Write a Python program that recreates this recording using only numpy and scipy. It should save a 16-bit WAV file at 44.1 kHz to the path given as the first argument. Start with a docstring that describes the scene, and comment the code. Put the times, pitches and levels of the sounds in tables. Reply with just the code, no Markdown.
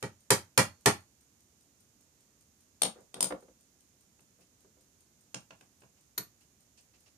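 """A small, dry, quiet room: a bench vise close in front of two microphones, a watch ticking faintly nearby.
A brass hammer taps a steel pin into a brass part on the vise, and the bench rings under each blow.
Then the vise is opened: its sliding handle clinks at its stops, the screw knocks, the jaws click,
fingertips brush the metal and the part slips free with a ping.
Each contact is a noisy push that excites broad spectra and dying sines; noise makes room, rumble and hiss."""
import sys
import numpy as np
from scipy import signal
from scipy.fft import rfft, irfft, next_fast_len
from scipy.io import wavfile

SR = 44100
rng = np.random.default_rng(int(sys.argv[2]) if len(sys.argv) > 2 else 0)


def wav_record(signal):
    """Record a signal, one row per channel, as 16-bit PCM in the file named by sys.argv[1]."""
    frames = np.transpose(np.atleast_2d(signal))
    bounded = np.clip(frames, -1, 1)
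    # unit amplitude maps onto the largest positive 16-bit level
    quanta = np.round(bounded * 32767).astype(np.int16)
    wavfile.write(sys.argv[1], SR, quanta)


N = 316197


def gain_of(db):
    """Decibels to an amplitude factor."""
    return 10 ** (np.asarray(db) / 20)


def read(points, hz):
    """Value of a table at hz, interpolated on a log-frequency axis."""
    f, value = np.transpose(points)
    return np.interp(np.log(hz + 1), np.log(f + 1), value)


def bins(size):
    """Frequencies in Hz of a spectrum of size samples."""
    return np.fft.rfftfreq(size, 1 / SR)


def causal(db):
    """Minimum-phase impulse response with this gain in dB: the most compact one-sided one."""
    cepstrum = irfft(db * np.log(10) / 20)
    half = cepstrum.shape[-1] // 2
    # fold the negative-time half onto the positive one
    cepstrum[..., 1:half] *= 2
    cepstrum[..., half + 1:] = 0
    return irfft(np.exp(rfft(cepstrum)))


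def colour(points, size=2048):
    """Impulse response of a table of f/Hz, level/dB."""
    return causal(read(points, bins(size)))


def through(x, response):
    """Passes sound through an impulse response, channel by channel."""
    convolved = signal.oaconvolve(np.atleast_2d(x), np.atleast_2d(response), axes=1)
    return convolved[:, :x.shape[-1]]


def whiten(x, size):
    """Gives a burst unit gain on average: over fixed bands in the bass, wider ones higher up."""
    total = np.cumsum(abs(rfft(x)) ** 2, axis=-1)
    k = np.arange(total.shape[-1])
    reach = size + k // 8  # bins to either side
    below = np.maximum(k - reach, 0)
    above = np.minimum(k + reach, k[-1])
    power = (total[:, above] - total[:, below]) / (above - below)
    return through(x, causal(-10 * np.log10(power + 1e-12)))


# How alike diffuse sound is at the two microphones: f/Hz, likeness (1 = identical)
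MICROPHONE_LIKENESS = [(60, 0.88), (290, .9), (640, .55), (1400, 0.021), (15000, 0.0079)]


def noise_pair(size):
    """White noise at two nearby microphones: alike in the bass, nearly unrelated in the treble."""
    left, other = rfft(rng.standard_normal((2, size)))
    same = np.clip(read(MICROPHONE_LIKENESS, bins(size)), -1, 1)
    right = same * left + np.sqrt(1 - same ** 2) * other
    return irfft(np.array([left, right]), size)


def add(mix, s, sound):
    """Adds a sound to the mix at s seconds."""
    part = mix[:, max(round(s * SR), 0):][:, :sound.shape[1]]
    part += sound[:, :part.shape[1]]


def high_pass(x, hz):
    """Second-order bass roll-off."""
    return signal.lfilter(*signal.butter(2, hz, "high", fs=SR), x)


def contact(length_s, size=4096):
    """One smooth push in the bass, with the chatter of metal on metal above it."""
    u = np.arange(size) / SR / length_s
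    chatter = whiten(noise_pair(size) * (u * np.exp(-u)) ** 1.2, size=8)
    split_hz = min(1 / length_s, SR / 10)
    impulse = np.arange(size) == 0
    push = signal.lfilter(*signal.butter(2, split_hz, fs=SR), impulse)
    return push + high_pass(chatter, split_hz)


def contacts(rows, size=4096):
    """Force of a row of contacts, each with its own strength, bass and treble shelves and length."""
    force, hz = np.zeros((2, N)), bins(size)
    low = 1 / (1 + (hz / 400) ** 2)
    high = hz ** 2 / (hz ** 2 + 5500 ** 2)
    for s, db, bass_db, treble_db, length_s in rows:
        shape = causal(db + bass_db * low + treble_db * high)
        add(force, s, through(contact(max(length_s, 1e-4)), shape))
    return force


def mode(hz, db, t60, phase=0, size=24000):
    """A dying sine whose resonance peaks at db; it falls by 60 dB in t60 seconds."""
    t = np.arange(size) / SR
    damping = np.log(1000) / t60
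    level = gain_of(db) * 2 * damping / SR
    return level * np.exp(-damping * t) * np.sin(2 * np.pi * hz * t + phase)


def struck(force, spectrum, modes=()):
    """A touched or struck part: a broad crack plus any ringing modes."""
    ring = sum(mode(*row) for row in modes)
    return through(force, colour(spectrum, size=24000) + ring)


def leftward(x, db):
    """Makes the left channel louder by db than the right, relative to how it came in."""
    return x * gain_of([[db / 2], [-db / 2]])


# Decay of the room: f/Hz, t60/s
ROOM_DECAY = [(100, 0.26), (300, 0.13), (1000, .21), (4000, 0.19), (9000, 0.16), (14000, 0.21)]
# Tone of the room's reflections: f/Hz, level/dB
ROOM_TONE = [(100, 6.5), (500, 2), (2000, -2), (6000, 1.5), (10000, -2.5), (14000, -5.5)]


def room_tail(size=16384, hold_s=.016, rise_s=.005):
    """Dense reflections from the crowded bench and near walls; each band dies at its own speed."""
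    hz, t, bands = signal.stft(noise_pair(size), SR, nperseg=256)
    fade_db = -60 * np.maximum(t - hold_s, 0) / read(ROOM_DECAY, hz)[:, None]
    tail = signal.istft(bands * gain_of(fade_db), SR, nperseg=256)[1][:, :size]
    tail *= 1 - np.exp(-(np.arange(size) / SR / rise_s) ** 2)
    return through(whiten(tail, size=6), colour(ROOM_TONE))


# Direct path; small things radiate little bass: f/Hz, level/dB
DIRECT_PATH = [(80, -16), (400, -8), (1200, -3.5), (3000, 0), (14000, 0.5)]


def in_room(x, tail, wet_db):
    """Direct sound plus the room's answer, scaled by wet_db."""
    direct = colour(DIRECT_PATH, size=tail.shape[1])
    return through(x, direct + gain_of(wet_db) * tail)


def steady(noise, spectrum):
    """White noise coloured to a table of dB per Hz."""
    return through(noise, colour(spectrum, size=4096))[:, :N] * np.sqrt(SR / 2)


# Low rumble of the room before it enters the microphones: f/Hz, level/dB per Hz
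ROOM_RUMBLE = [(20, -110), (40, -104), (65, -93), (130, -98), (260, -98.5), (420, -106), (800, -112.5),
               (2000, -122), (15000, -140)]


def rumble():
    """Steady low noise, nearly the same at both microphones."""
    return steady(noise_pair(next_fast_len(N, True)), ROOM_RUMBLE)


# Tone of the watch's beat: f/Hz, level/dB
WATCH_TONE = [(300, -30), (2000, -12), (5000, -9), (7500, -6.5), (8800, 1), (9600, -7.5), (12000, -7),
              (14500, -8)]


def watch(tail, tick_db=-34, spread_db=-0.2, contact_s=0.0024):
    """Faint contacts, five beats a second, tick and tock slightly out of step."""
    beat_s, first_tick_s, first_tock_s = .2, .0075, .2045
    starts = (first_tick_s, first_tock_s)
    times = np.concatenate([np.arange(first, N / SR, 2 * beat_s) for first in starts])
    beats = [(s, tick_db + spread_db * rng.standard_normal(), 0, 0, contact_s) for s in times]
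    return in_room(struck(contacts(beats), WATCH_TONE), tail, wet_db=0.5)


# General level of the many weak bench modes: f/Hz, level/dB
WEAK_MODE_LEVEL = [(85, -12), (170, -12.5), (300, -15.5), (700, -15), (1300, -13), (2500, -13)]


def weak_modes(count=36, lowest_hz=85, highest_hz=2500, side_spread_db=3):
    """Modes scattered evenly in pitch, each louder on one side by chance."""
    places = (np.arange(count) + rng.uniform(.2, .8, count)) / count
    hz = lowest_hz * (highest_hz / lowest_hz) ** places
    side_db = side_spread_db * rng.standard_normal(count)
    return list(zip(hz, read(WEAK_MODE_LEVEL, hz), side_db))


# Strongest modes of vise and bench top together: f/Hz, relative level/dB, left minus right/dB
BENCH_MODES = [(92, -4, -2), (121, -0.5, -3), (182, -11, 0), (378, -5.5, -1.5), (412, -2, 2),
               (525, -2.5, -1), (589, -7, 3), (818, -2, 0), (900, -3, -5), (990, -8, -3), (1320, -10, -7),
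               (1831, -8, -8), (1911, 0.5, 3), (2325, -5, -4.5)]
# Decay of the bench: f/Hz, t60/s
BENCH_DECAY = [(92, .27), (120, .17), (200, .24), (450, 0.14), (2300, 0.16)]


def bench(force, ring_db, swell_s, swell_cycles):
    """The blow sinks through the vise into the bench, whose modes swell and die; the low ones swell last."""
    modes = list(BENCH_MODES) + weak_modes()
    response = 0
    for hz, db, side_db in modes:
        phase, offset = rng.uniform(-np.pi, np.pi, 2)
        apart = offset * min(hz / 2800, 1)  # short waves reach the two microphones out of step
        t60 = read(BENCH_DECAY, hz)
        left = mode(hz, db + side_db / 2, t60, phase)
        right = mode(hz, db - side_db / 2, t60, phase + apart)
        age = np.arange(left.size) / SR / (swell_s + swell_cycles / hz)
        response = response + np.array([left, right]) * (1 - np.exp(-age ** 2))
    return gain_of(ring_db) * through(force[0], response)


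# Hammer blows on the pin: t/s, strength level/dB, treble level/dB
HAMMER_BLOWS = [(0.0266, 2, -11), (0.3042, 17.5, 1.5), (0.5758, 20.5, -4), (0.8582, 21, -6)]
# Crack of the hammer on the pin: f/Hz, level/dB
HAMMER_CRACK = [(50, -22), (100, -7), (300, -3.5), (900, -2), (2000, -2.5), (3500, -9.5), (5000, -10.5),
                (7500, -6), (10500, -9.5), (12500, -12.5), (14500, -20)]
# Ring of the struck steel: f/Hz, level/dB, t60/s
STEEL_MODES = [(4398, -22, .55), (5030, -1.5, 0.21), (9030, -7, .1), (9700, -8.5, 0.13), (10820, -7.5, .12)]


def hammer(tail, thud_db=7, thud_loss_per_db=.42, contact_s=.00105, contact_s_per_db=.000055):
    """Crack of steel and thud of the bench; harder blows press longer and are more crack than thud."""
    rows = []
    for s, db, treble_db in HAMMER_BLOWS:
        bass_db = thud_db - thud_loss_per_db * db
        rows.append((s, db, bass_db, treble_db, contact_s + contact_s_per_db * db))
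    force = contacts(rows)
    crack = in_room(struck(force, HAMMER_CRACK, STEEL_MODES), tail, wet_db=0.0)
    return crack + bench(force, ring_db=12, swell_s=.004, swell_cycles=.8)


# The vise handle meets its stops and bounces: t/s, strength level/dB, treble level/dB, stop (0 or 1)
HANDLE_CLINKS = [(2.8184, 6.5, 2.5, 0), (2.8326, 4.5, 5, 0), (2.8500, -0.5, -7, 0), (2.8540, -1, -10, 0),
                 (3.1420, -7.5, -6, 0), (3.2060, 2, 9, 1), (3.2264, 0.5, 11.5, 1), (3.2425, 0.5, 2, 1)]
# Broad sound of the handle: f/Hz, level/dB
HANDLE_TONE = [(30, -46), (70, -24.5), (150, 3.5), (350, -1.5), (600, 4.5), (1000, 2), (1700, -10.5),
               (3000, -13), (7000, -7.5), (10000, -24), (11600, -11.5), (12600, -68), (14500, -29)]
# Each stop wakes other modes of the handle: f/Hz, t60/s, level at stop 0/dB, level at stop 1/dB
HANDLE_RING = [(3650, .007, 2, -4), (4400, 0.007, -2, -20), (5000, 0.1, -8, 5.5), (5400, .03, -7, -20),
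               (7300, 0.012, -6, -5), (8470, .01, 1, 3), (9000, 0.012, 4, 4.5), (10850, 0.025, -20.5, 0),
               (11550, .02, -3.5, -30), (14300, .04, -31, -3)]


def handle(tail, thud_db=-1, thud_loss_per_db=.4, contact_s=.0013):
    """The loose handle, toward the left, rings differently at its two stops; softer touches have more thud."""
    clinks = 0
    for stop in range(2):
        rows = []
        for s, db, treble_db, at in HANDLE_CLINKS:
            if round(at) == stop:
                rows.append((s, db, thud_db - thud_loss_per_db * db, treble_db, contact_s))
        modes = [(hz, levels[stop], t60) for hz, t60, *levels in HANDLE_RING]
        clinks = clinks + struck(contacts(rows), HANDLE_TONE, modes)
    return in_room(leftward(clinks, db=2.5), tail, wet_db=-4.3)


# Dull knocks of the vise screw and of the hand on the vise: t/s, strength level/dB, contact time/s
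SCREW_KNOCKS = [(2.945, -6.5, .024), (3.160, -0.5, .012), (3.3041, 12.5, .0045), (3.3212, 13.5, .0025),
                (3.422, -12.5, .0054), (3.480, -15, .0055), (4.385, -24, .01), (4.645, -20.5, .005),
                (4.768, -24.5, .005)]
# Broad sound of the screw: f/Hz, level/dB
SCREW_TONE = [(30, -50), (60, -30), (130, -13), (280, -6), (520, 0), (800, -7), (1600, -13), (2500, -26),
              (3500, -32), (6000, -46), (14000, -75)]
# Ring of the screw: f/Hz, level/dB, t60/s
SCREW_RING = [(520, 1, 0.025)]


def screw(tail, thud_db=4.5, thud_loss_per_db=.43):
    """The screw takes up its slack; the softer the knock, the more bass in its balance."""
    rows = [(s, db, thud_db - thud_loss_per_db * db, 0, length_s) for s, db, length_s in SCREW_KNOCKS]
    return in_room(struck(contacts(rows), SCREW_TONE, SCREW_RING), tail, wet_db=-9.5)


# The brass part shifts between the jaws: t/s, strength level/dB, bass level/dB, treble level/dB
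JAW_CLICKS = [(4.192, -32.5, 5, -15), (5.3435, -7, -0.5, 11), (5.5062, -13, -10, -15),
              (5.6092, -21, -9, -13), (5.819, -24, -4, -28), (5.834, -24, -3, -44)]
# Broad sound of the jaws: f/Hz, level/dB
JAW_TONE = [(25, -36), (60, -9), (120, 10), (400, 5), (800, 2), (1700, -4), (2700, -2.5), (4000, -7.5),
            (7000, -4.5), (9200, -16), (11000, -34), (14000, -25)]
# Ring of the jaws: f/Hz, level/dB, t60/s
JAW_RING = [(1050, -4, .008), (1640, 2, .014), (2750, 2, .008), (9170, -5, 0.053)]


def jaws(tail, click_s=.0019):
    """The part shifts between the jaws: short contacts wake brief modes."""
    shifts = contacts([(*row, click_s) for row in JAW_CLICKS])
    return in_room(struck(shifts, JAW_TONE, JAW_RING), tail, wet_db=-4.5)


# Fingertips brush the metal: t/s, strength level/dB, treble level/dB
FINGER_RUBS = [(4.405, -30.5, -5), (5.965, -30, -16), (6.405, -31, -3), (6.770, -27, 8), (6.933, -25, -13),
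               (7.056, -24.5, -6.5)]
# Tone of skin on metal: f/Hz, level/dB
SKIN_TONE = [(200, 2), (1500, -5), (2200, -3), (2700, 4), (3500, -7.5), (5000, -1.5), (8000, -5.5),
             (14000, -34)]


def fingers(tail, rub_s=.014, rub_bass_db=3):
    """The part is turned in the fingers: longer, soft contacts without ringing modes."""
    strokes = contacts([(s, db, rub_bass_db, treble_db, rub_s) for s, db, treble_db in FINGER_RUBS])
    return in_room(struck(strokes, SKIN_TONE), tail, wet_db=-11.5)


# The part slips off the jaw: t/s, strength level/dB, bass level/dB, treble level/dB, contact time/s
PART_SLIPS = [(6.1768, -2.5, -7.5, 3.5, 0.0038)]
# Broad sound of the part: f/Hz, level/dB
PART_TONE = [(25, -40), (60, 2), (125, 14), (250, 4), (400, 11.5), (620, -5), (1600, 4.5), (3300, -9),
             (6500, -3.5), (10000, -7), (12700, 0.5), (14500, -40)]
# Ring of its pin: f/Hz, level/dB, t60/s
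PIN_RING = [(2070, -5, 0.0032), (4350, 6, 0.008), (6800, -3.5, 0.0052), (11830, 20.5, 0.04)]


def slip(tail):
    """The part slips free, toward the left, and its pin rings with a ping."""
    ping = struck(contacts(PART_SLIPS), PART_TONE, PIN_RING)
    return in_room(leftward(ping, db=2), tail, wet_db=-7.5)


def scene():
    """All sources at the two microphones, with one room tail for the contacts and a low rumble."""
    tail = room_tail()
    vise = handle(tail) + screw(tail)
    brass_part = jaws(tail) + fingers(tail) + slip(tail)
    return rumble() + watch(tail) + hammer(tail) + vise + brass_part


# Each microphone's port has its own resonance: f/Hz, level/dB
LEFT_PORT = [(100, 0), (500, 0.5), (2000, -3.5), (3600, -2.5), (4700, 1), (6300, -6), (7800, -3.5),
             (8750, 6.5), (9350, 7), (10000, 2.5), (12000, 0.5), (14500, -2)]
RIGHT_PORT = [(100, 1), (500, 0.5), (2000, -0.5), (4700, 2), (6800, 3.5), (8000, -1.5), (9000, -0.5),
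              (10000, -3), (12000, -1), (14500, 0.5)]
# Self-noise of each microphone: f/Hz, level/dB per Hz
LEFT_HISS = [(100, -112), (1500, -113), (4000, -116), (7000, -119), (9200, -114), (11000, -117),
             (14500, -118)]
RIGHT_HISS = [(100, -112), (1500, -113), (3500, -113), (5000, -109), (6800, -100), (8100, -110),
              (10000, -112), (11000, -115), (14500, -113)]


def record(dry, low_cut_hz=55, edge_hz=14750):
    """The two microphones: bass roll-off, port resonances, self-noise and the band limit."""
    thinned = high_pass(dry, low_cut_hz)
    heard = through(thinned, [colour(LEFT_PORT), colour(RIGHT_PORT)])
    hiss = np.vstack([steady(rng.standard_normal(N), spectrum) for spectrum in (LEFT_HISS, RIGHT_HISS)])
    low_pass = signal.firwin(301, edge_hz, window=("kaiser", 8), fs=SR)
    return signal.oaconvolve(heard + hiss, low_pass[None], "same", axes=1)


dry = scene()
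out = record(dry)
wav_record(out)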